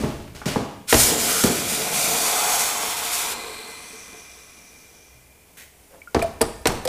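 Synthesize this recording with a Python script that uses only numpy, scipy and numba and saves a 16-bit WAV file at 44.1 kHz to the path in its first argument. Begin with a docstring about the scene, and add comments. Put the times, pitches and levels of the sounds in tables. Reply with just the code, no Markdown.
"""Hot steel quenched in a plastic tub of water: steam hisses over a boil that climbs in pitch.
The hiss stops short and leaves a singing simmer of small bubbles. When the steel is stirred,
vapour pockets collapse and knock the tub, and drops plink. At the start, steps ring the
wooden floor of the small shed, whose walls reverberate throughout."""
import sys
import numpy as np
from scipy import signal
from scipy.fft import rfft, irfft
from scipy.io import wavfile
from scipy.ndimage import uniform_filter1d
from numba import njit

SR = 44100
rng = np.random.default_rng(int(sys.argv[2]) if len(sys.argv) > 2 else 0)


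def generate_wav(signal):
    """Clip the signal to [-1, 1] and save it as 16-bit WAV at the path in sys.argv[1]."""
    frames = np.transpose(np.atleast_2d(signal))
    scaled = np.clip(frames, -1, 1) * 32767
    pcm = np.round(scaled).astype(np.int16)
    wavfile.write(sys.argv[1], SR, pcm)


N = 303710
T = np.arange(N) / SR
HZ = np.fft.rfftfreq(2 * N, 1 / SR) + 1e-3


def undb(db):
    """Decibels to gain."""
    return 10 ** (np.asarray(db) / 20)


def unit(x):
    """Scale to unit rms."""
    return x / np.std(x)


def spectrum(points):
    """Gain per frequency from (f/Hz, level/dB) points."""
    hz, db = np.transpose(points)
    return undb(np.interp(np.log(HZ), np.log(hz), db))


def shape(x, gain):
    """Filter by a gain per frequency."""
    return irfft(rfft(x, 2 * N) * gain)[:N]


def butter(x, hz, kind, order=2):
    """Causal low-, high- or band-pass."""
    sos = signal.butter(order, np.minimum(hz, SR / 2 - 1), kind, fs=SR, output="sos")
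    return signal.sosfilt(sos, x)


def add(out, s, sound):
    """Mix in at time s; negative times land at zero."""
    i = int(np.clip(s * SR, 0, N - 1))
    out[i:i + len(sound)] += sound[:N - i]


def fade(t, t60):
    """Exponential decay, -60 dB at t60."""
    return np.exp(-np.log(1000) * t / t60)


def held(s, hold_s, rise_s, t60):
    """Envelope: rises from s, decays from s + hold_s."""
    return np.clip((T - s) / rise_s, 0, 1) * fade(np.maximum(T - s - hold_s, 0), t60)


def walk(rate_hz):
    """Smooth random wander, unit spread."""
    k = int(SR / rate_hz)
    return unit(uniform_filter1d(np.repeat(rng.standard_normal(N // k + 1), k), k)[:N])


def pops(per_s, spread_db):
    """Random clicks of uneven size."""
    chance, size, sign = rng.random(N), rng.exponential(size=N), rng.standard_normal(N)
    return unit((chance < per_s / SR) * undb(spread_db * np.minimum(size, 5)) * sign)


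@njit
def resonate(x, hz, width_hz):
    """State-variable band-pass; centre and width per sample."""
    y, band, low = np.empty(len(x)), 0., 0.
    for i in range(len(x)):
        g, damping = np.tan(np.pi * hz[i] / SR), width_hz[i] / hz[i]
        v = (band + g * (x[i] - low)) / (1 + g * (g + damping))
        band, low = 2 * v - band, low + 2 * g * v
        y[i] = damping * v
    return y


def cloud(hz, width_hz, per_s):
    """Bubbles ringing around one steady or moving pitch, at even power."""
    hz, width_hz = hz * np.ones(N), width_hz * np.ones(N)
    ring = resonate(pops(per_s, 1.37), hz, width_hz)
    return unit(resonate(ring, hz, width_hz) / np.sqrt(width_hz))


def swishes(rows, colour):
    """Grainy noise bursts: instant onset, hold, decay."""
    envelope = sum(undb(db) * held(s, hold_s, 0.00083, t60) for s, db, hold_s, t60 in rows)
    return envelope * unit(shape(pops(9000, 0.5), spectrum(colour)))


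def blows(rows, modes, crack_t60, focus, clatter_db, clatter_t60, detune=0.02):
    """Each blow rings the modes near its pitch, with a sharp crack and a dull clatter."""
    out, t = np.zeros(N), T[:SR // 2]
    hz, db, t60 = np.transpose(modes)[:, :, None]
    polarity = (-1) ** np.arange(len(modes))[:, None]
    for s, thump_db, pitch_hz, crack_db, top_hz in rows:
        weight = undb(db) * np.exp(-focus * np.log(hz / pitch_hz) ** 2)
        loaded_hz = hz * (1 + detune * rng.standard_normal(hz.shape))  # load shifts per blow
        partials = polarity * weight * np.sin(2 * np.pi * loaded_hz * t) * fade(t, t60)
        ring = partials.sum(axis=0) / np.linalg.norm(weight)
        noise = rng.standard_normal((2, len(t)))
        crack = butter(noise[0], top_hz * 1.08, "low", order=2 if top_hz > 1600 else 4)
        crack = unit(butter(crack, 290, "high")) * fade(t, crack_t60)
        clatter = unit(butter(noise[1], [pitch_hz / 2, pitch_hz * 2.6], "band")) * fade(t, clatter_t60)
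        add(out, s, undb(thump_db) * (ring + undb(clatter_db) * clatter) + undb(crack_db) * crack)
    return out


# Shed air spectrum: f/Hz, level/dB
AIR_COLOUR = [(15, -23), (25, -11), (159, -4.5), (198, -4.5), (563, -7.5), (627, -5), (736, -9),
              (1370, -14.5), (1880, -15), (2040, -11), (4000, -18.5), (8250, -14), (9440, -13.5),
              (15300, -17.5)]


def air(level_db=-53.5):
    """Still air: faint noise, wavering by about 1 dB."""
    return unit(shape(rng.standard_normal(N), spectrum(AIR_COLOUR))) * undb(level_db + walk(5.5))


def rumble(rest_db=-60.5, opening_db=-33, step_gain_db=-35, knock_gain_db=-33, t60=1.55):
    """Low rumble: swells at the start and is stirred up by each step and knock."""
    shakes = [(0, opening_db)]
    shakes += [(s, db + step_gain_db) for s, db, *_ in STEPS]
    shakes += [(s, db + knock_gain_db) for s, db, *_ in KNOCKS]
    power = undb(rest_db) ** 2 + sum((undb(db) * held(s, 0, 0.023, t60)) ** 2 for s, db in shakes)
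    colour = [(20, -9), (34, -4), (46, -8), (60, 5), (85, -3), (130, -14), (250, -17), (800, -54)]
    return unit(shape(rng.standard_normal(N), spectrum(colour))) * np.sqrt(power)


# Shed reverberation: f/Hz, t60/s
ROOM_T60 = [(100, 0.69), (500, 0.66), (2000, 0.83), (6000, 0.68), (14000, 0.6)]


def room(x, wet_db):
    """Diffuse ring of timber and sheet-metal walls, decaying per octave band."""
    t, tail = T[:int(0.8 * SR)], 0
    table_hz, t60 = np.transpose(ROOM_T60)
    for hz in 62.5 * 2 ** np.arange(8):
        band = butter(rng.standard_normal(len(t)), [hz, 2 * hz], "band")
        tail = tail + band * fade(t, np.interp(np.log(hz * np.sqrt(2)), np.log(table_hz), t60))
    tail = butter(tail * np.clip(t / 0.0075, 0, 1), 8000, "low", order=1)
    return x + undb(wet_db) * signal.fftconvolve(x, tail / np.linalg.norm(tail))[:N]


# Shoe scuffs: t/s, level/dB, hold/s, t60/s
SCUFFS = [(0, -35.5, 0.035, 0.7), (.348, -40.5, 0.015, 0.43), (.458, -27.5, 0.038, 0.48)]
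# Scuff spectrum: f/Hz, level/dB
SCUFF_COLOUR = [(200, 8.5), (700, 4), (1400, -1), (2500, 1), (5000, -2.5), (9000, -6), (15000, -16)]


def scuffs():
    """Shoes rub on the boards."""
    return swishes(SCUFFS, SCUFF_COLOUR)


# Heels and weight shifts: t/s, thump/dB, pitch/Hz, crack/dB, nominal crack top/Hz
STEPS = [(.004, -23, 220, -49, 2000), (.036, -13, 225, -25, 1400), (.277, -31.5, 108, -40.5, 2000),
         (.416, -31, 600, -30.5, 1500), (0.4573, -15, 177, -27, 6000), (.559, -12, 255, -20, 1300),
         (1.4383, -8.5, 216, -13.5, 11000)]
# Floor modes: f/Hz, level/dB, t60/s
FLOOR_MODES = [(76.7, -2, 0.37), (130, 1, 0.13), (176.7, -2, 0.22), (213, 3, 0.1), (281.3, -1, 0.14),
               (309.6, -3, 0.099), (405, -2, 0.065), (472, -14, 0.15), (547, -3, 0.046), (674, -11, 0.11),
               (816, -12, 0.17)]


def footsteps(shift_s=-0.47, thump_gain_db=-15.5, crack_gain_db=-20, pitch_ratio=1.3):
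    """Feet ring the boards; also a soft thump at the very start, then two faint, higher taps."""
    # five of the seven soft copies land together at time zero
    soft = [(s + shift_s, thump_db + thump_gain_db, hz * pitch_ratio, crack_db + crack_gain_db, top_hz)
            for s, thump_db, hz, crack_db, top_hz in STEPS]
    return blows(STEPS + soft, FLOOR_MODES,
                 crack_t60=0.048, focus=1.17, clatter_db=-10.5, clatter_t60=0.33)


# Swirl spectrum: f/Hz, level/dB
SWIRL_COLOUR = [(150, -20), (500, -1), (800, -7), (2000, -20), (8000, -45)]


def swirl(start_s=5.895, rise_s=0.055, level_db=-48, t60=0.25):
    """Water swirls round the tongs as they start to move."""
    wash = unit(shape(pops(9000, 0.5), spectrum(SWIRL_COLOUR)))
    return undb(level_db) * held(start_s, rise_s, rise_s, t60) * wash


def froth(count=90, t60=0.02):
    """Tiny surface bubbles burst with a brief high ring; stirring brings up more."""
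    out, t = np.zeros(N), T[:SR // 20]
    for when, pitch, smallness in rng.random((count, 3)):
        s = np.interp(when, [0, 0.4, 1], [4.2, 6.1, 6.85])
        hz = np.full(len(t), 6000 + 8000 * pitch)
        db = np.interp(s, [5.9, 6.25], [-62, -46]) - 12 * smallness
        ring = unit(resonate(rng.standard_normal(len(t)), hz, hz / 5))
        add(out, s, undb(db) * ring * fade(t, t60))
    return out


def slosh(lag_s=0.0077, gain_db=-17, hold_s=0.02, t60=0.46):
    """Water thrown up by each knock falls back in a short wash."""
    rows = [(s + lag_s, crack_db + gain_db, hold_s, t60) for s, _, _, crack_db, _ in KNOCKS]
    colour = [(150, 7), (400, 3.5), (900, 1.5), (1800, -11), (5000, -15.5), (9000, -19), (15000, -29)]
    return swishes(rows, colour)


# Spray bands: f/Hz, width/Hz, level/dB re throw, t60/s
SPRAY_BANDS = [(4870, 840, -6.5, 0.044), (8250, 520, -7.5, 0.045), (9600, 2600, -2.5, 0.043),
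               (13500, 4000, -10, 0.027)]


def spray(reference_hz=12100, db_per_octave=14):
    """Knocks throw bright spits of droplets; sharper cracks throw more."""
    out, t = np.zeros(N), T[:SR // 4]
    for s, _, _, crack_db, top_hz in KNOCKS:
        throw_db = crack_db + db_per_octave * np.log2(top_hz / reference_hz)
        for hz, width_hz, db, t60 in SPRAY_BANDS:
            noise = butter(rng.standard_normal(len(t)), [hz - width_hz / 2, hz + width_hz / 2], "band")
            add(out, s, undb(throw_db + db) * unit(noise) * fade(t, t60))
    return out


# Single bubbles and drops: t/s, f/Hz, level/dB
PLINKS = [(3.46, 449, -31), (3.852, 466, -42), (3.929, 439, -41), (4.37, 437, -45), (5.14, 121.6, -50),
          (6.0175, 2260, -30.5), (6.074, 1400, -29), (6.196, 1256, -25), (6.218, 2375, -16),
          (6.2235, 669, -13.5), (6.244, 662, -11.5), (6.854, 505, -15.5), (6.876, 676, -14)]


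def plinks(glide=0.058, attack_cycles=1.1, t60_cycles=68):
    """A trapped bubble rings and rises slightly in pitch; small ones speak and die sooner."""
    out, t = np.zeros(N), T[:SR // 3]
    for s, hz, db in PLINKS:
        t60 = t60_cycles / hz
        phase = 2 * np.pi * hz * (t + glide * t ** 2 / (2 * t60))
        attack = 1 - np.exp(-t * hz / attack_cycles)
        add(out, s, undb(db) * np.sin(phase) * fade(t, t60) * attack)
    return out


# Vapour collapses: t/s, thump/dB, pitch/Hz, crack/dB, nominal crack top/Hz
KNOCKS = [(.9262, -4, 674, -8, 3100), (.943, -8, 393, -11, 3920), (6.146, -9, 490, -16, 3700),
          (6.162, -8, 400, -32, 2500), (6.193, -19.5, 494, -27, 4500), (6.224, -20, 890, -29, 12400),
          (6.4094, -11, 506, -27, 4000), (6.4138, -7, 510, -15, 13300), (6.656, -8, 685, -13.5, 4300),
          (6.6705, -21.5, 800, -10, 8000), (6.852, -21.5, 600, -26.5, 12000), (6.875, -26, 600, -21, 7000)]
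# Filled tub modes: f/Hz, level/dB, t60/s
TUB_MODES = [(60, 12, 0.16), (90, 11, 0.15), (143, -1.5, 0.15), (228.5, -3, 0.076), (309, -3.5, 0.09),
             (378, -3.5, 0.11), (453, 2, 0.072), (627, -4, 0.073), (698, -6.5, 0.087), (797, -4.5, 0.089),
             (970, -4, 0.06), (1310, -37, 0.019), (1790, -1, 0.019), (2190, -65, 0.03)]


def knocks():
    """Collapsing vapour pockets strike the tub."""
    return blows(KNOCKS, TUB_MODES, crack_t60=0.032, focus=0.74, clatter_db=-10, clatter_t60=0.078)


# Swarms of like-sized bubbles: t/s, hold/s, f/Hz, width/Hz, level/dB
SWARMS = [(1.05, .3, 720, 500, -36), (1.15, 0.3, 7360, 1200, -33.5), (1.315, 0.16, 1340, 393, -34),
          (1.5, 0.66, 175, 130, -40.5), (2.35, .4, 1350, 450, -36.5), (2.52, 0.24, 6600, 500, -34.5),
          (2.35, .9, 3420, 450, -38), (3.263, 0.27, 440, 150, -43.5), (3.3, 0.4, 4110, 450, -42.5),
          (3.5, .45, 8400, 1000, -48.5), (3.8, 0.98, 9840, 1610, -52), (4.007, 1.1, 5860, 1250, -47.5)]


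def swarms(waver_db=1.5, swell_per_hold=0.29, sag_db_per_s=11, t60=1.0):
    """Each swarm swells, sings around its pitch and dies unevenly."""
    out = 0
    for s, hold_s, hz, width_hz, db in SWARMS:
        swell = np.exp(-(np.minimum(T - s, 0) / (swell_per_hold * hold_s)) ** 2)
        sag = undb(-sag_db_per_s * np.maximum(T - s, 0))
        envelope = swell * sag * fade(np.maximum(T - s - hold_s, 0), t60)
        gulps_db = waver_db * (2000 / hz) ** 0.44 * walk(17)  # big, low bubbles are few: deeper gulps
        pitch_hz = hz * (1 + 0.0052 * walk(5))
        out = out + cloud(pitch_hz, width_hz, 5000) * envelope * undb(db + gulps_db)
    return out


# Water and air resonances in the tub: f/Hz, width/Hz, lift/dB
BASIN = [(237, 15, 5.5), (451, 54, 9.5), (712, 64, 9.5), (843, 23, 7.5), (1060, 200, 7.5), (1282, 33, 10),
         (1580, 39, 7), (2053, 44, 5), (2377, 32, -1), (3130, 90, -36), (7720, 410, 3)]


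def basin(depth):
    """Gain of the tub's resonances; deeper sources excite them more."""
    power = sum(undb(db) ** 2 / (1 + (2 * (HZ - hz) / width_hz) ** 2) for hz, width_hz, db in BASIN)
    return np.sqrt(1 + depth * power)


# Fizz spectrum: f/Hz, level/dB
FIZZ_COLOUR = [(300, -1.5), (1000, -13), (1700, 3), (3000, 5), (4700, 2.5), (5400, 0), (6500, -2.5),
               (7500, 0), (9500, 0), (12000, -2), (15000, -10)]
# Sunken steel modes: f/Hz, width/Hz, level/dB
STEEL_MODES = [(2040, 110, -56), (2387, 150, -46.8)]


def simmer(onset_s=0.14, fizz_db=-37, fizz_sag_db_per_s=13, end_s=5.58, fade_s=0.5,
           ring_sag_db_per_s=9.5, ring_end_s=5.52):
    """As the hiss stops, a fine fizz takes over, rings the sunken steel and fades."""
    age_s = T - STEAM_STOP_S
    fizz = unit(shape(pops(12000, 2.3), spectrum(FIZZ_COLOUR) * basin(1.9)))
    fizz *= undb(fizz_db - fizz_sag_db_per_s * age_s) * np.clip((end_s - T) / fade_s, 0, 1)
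    ring = sum(undb(db) * cloud(hz, width_hz, 5000) for hz, width_hz, db in STEEL_MODES)
    ring *= undb(-ring_sag_db_per_s * age_s) * fade(np.maximum(T - ring_end_s, 0), t60=0.3)
    return np.clip(1 + age_s / onset_s, 0, 1) * (fizz + ring)


# Underwater boil strength: t/s, level/dB
BOIL_LEVEL = [(1.62, -38.5), (1.96, -30.5), (2.45, -27.5), (3.24, -35), (3.78, -48), (5.5, -78.5)]


def boil(start_s=0.91, rise_s=0.038, start_hz=448, climb_hz_per_s=204, top_hz=1080,
         roar_gain_db=-2.7, note_gain_db=-7, burble_db=-34.5, burble_hold_s=1.0, sag_db_per_s=9.5):
    """Vapour bubbles shrink and rise in pitch as the steel cools; big slow ones burble below."""
    level_db = np.interp(T, *np.transpose(BOIL_LEVEL))
    age_s = np.maximum(T - start_s, 0)
    hz = np.minimum(start_hz + climb_hz_per_s * age_s, top_hz)
    roar = unit(shape(cloud(hz, 1.27 * hz, 4000), basin(1.0)))
    note = cloud(hz, 0.26 * hz, 4000) * undb(1.9 * walk(17))
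    climbing = (undb(roar_gain_db) * roar + undb(note_gain_db) * note) * undb(level_db)
    burble = unit(shape(cloud(hz=260, width_hz=460, per_s=1500), basin(0.99)))
    burble *= undb(burble_db - sag_db_per_s * np.maximum(age_s - burble_hold_s, 0) + 3 * walk(11))
    return (climbing + burble) * np.minimum(age_s / rise_s, 1)


# Reflections off water, rim and wall: lag/s, gain
ECHOES = [(.00054, 0.11), (.00088, 0.15), (.00126, 0.044), (.00205, .17), (.0029, 0.068)]


def near_echoes(x, sway_s=0.00005):
    """Swaying echo paths send ripples through the spectrum."""
    echoes = sum(gain * np.interp(T - lag_s - sway_s * walk(2.21), T, x) for lag_s, gain in ECHOES)
    return (x + echoes) / np.sqrt(1 + sum(gain ** 2 for _, gain in ECHOES))


# Steam puff: t/s, level/dB, hold/s, t60/s
PUFFS = [(5.57, -43, 0.05, 0.29)]
# Puff spectrum: f/Hz, level/dB
PUFF_COLOUR = [(600, -9), (1250, -11), (1600, 1.5), (3000, -4), (4500, -10), (7500, -6.5), (10000, -7),
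               (13000, -8), (15500, -8)]


def puff():
    """One late puff of steam leaves the water."""
    return swishes(PUFFS, PUFF_COLOUR)


STEAM_START_S, STEAM_STOP_S = 0.871, 3.325
# Steam spectrum: f/Hz, level/dB
STEAM_COLOUR = [(700, -17), (1100, -13), (1400, -4), (1700, -8), (2300, -2), (2800, -4), (3450, -4.5),
                (4700, -5.5), (6600, -4.5), (8000, -4), (11100, -6.5), (14600, -12), (15300, -13.5)]
# Surges as fresh hot metal meets the surface: t/s, hold/s, level/dB
SURGES = [(0.873, 0.083, -19.5), (0.961, 0.077, -14.5), (1.162, .28, -23), (1.653, .11, -28.5),
          (1.906, 0.743, -24), (3.09, 0.097, -28)]


def steam(steady_db=-29, sputter_db=-33.5, sputter_follow=0.59, split_hz=4500):
    """Water flashes to steam on the steel; surges lift the high hiss more than the low sputter."""
    surge_power = sum((undb(db) * held(s, hold_s, rise_s=0.04, t60=0.47)) ** 2
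                      for s, hold_s, db in SURGES)
    hiss_db = 10 * np.log10(undb(steady_db) ** 2 + surge_power)
    bursts = shape(pops(34000, 0.59), spectrum(STEAM_COLOUR) * basin(0.076))
    highpass = 1 / (1 + (split_hz / HZ) ** 8)
    hiss = undb(hiss_db) * unit(shape(bursts, highpass))
    sputter = unit(shape(bursts, 1 - highpass))
    sputter *= undb(sputter_db + sputter_follow * (hiss_db - steady_db))
    gate = held(STEAM_START_S, STEAM_STOP_S - STEAM_START_S, rise_s=0.026, t60=0.1)
    flicker = undb(0.73 * walk(45.15))
    return (hiss + sputter) * gate * flicker


def scene():
    """All sources in one shed; two identical channels."""
    tub = knocks() + spray() + slosh() + froth()
    steps = footsteps()
    quench = near_echoes(steam() + simmer() + puff()) + boil() + swarms() + swirl()
    feet = steps + scuffs()
    mono = room(quench, wet_db=-12.5) + room(tub, wet_db=-14.5) + room(plinks(), wet_db=-18)
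    mono += room(feet, wet_db=-7.5) + air() + rumble()
    return np.array([mono, mono])


def record(dry, top_hz=15350):
    """Soft peak rounding, then a steep low-pass."""
    rounded = 1.306 * np.tanh(dry / 1.319)
    return signal.sosfilt(signal.ellip(10, 0.2, 70, top_hz, fs=SR, output="sos"), rounded)


dry = scene()
out = record(dry)
generate_wav(out)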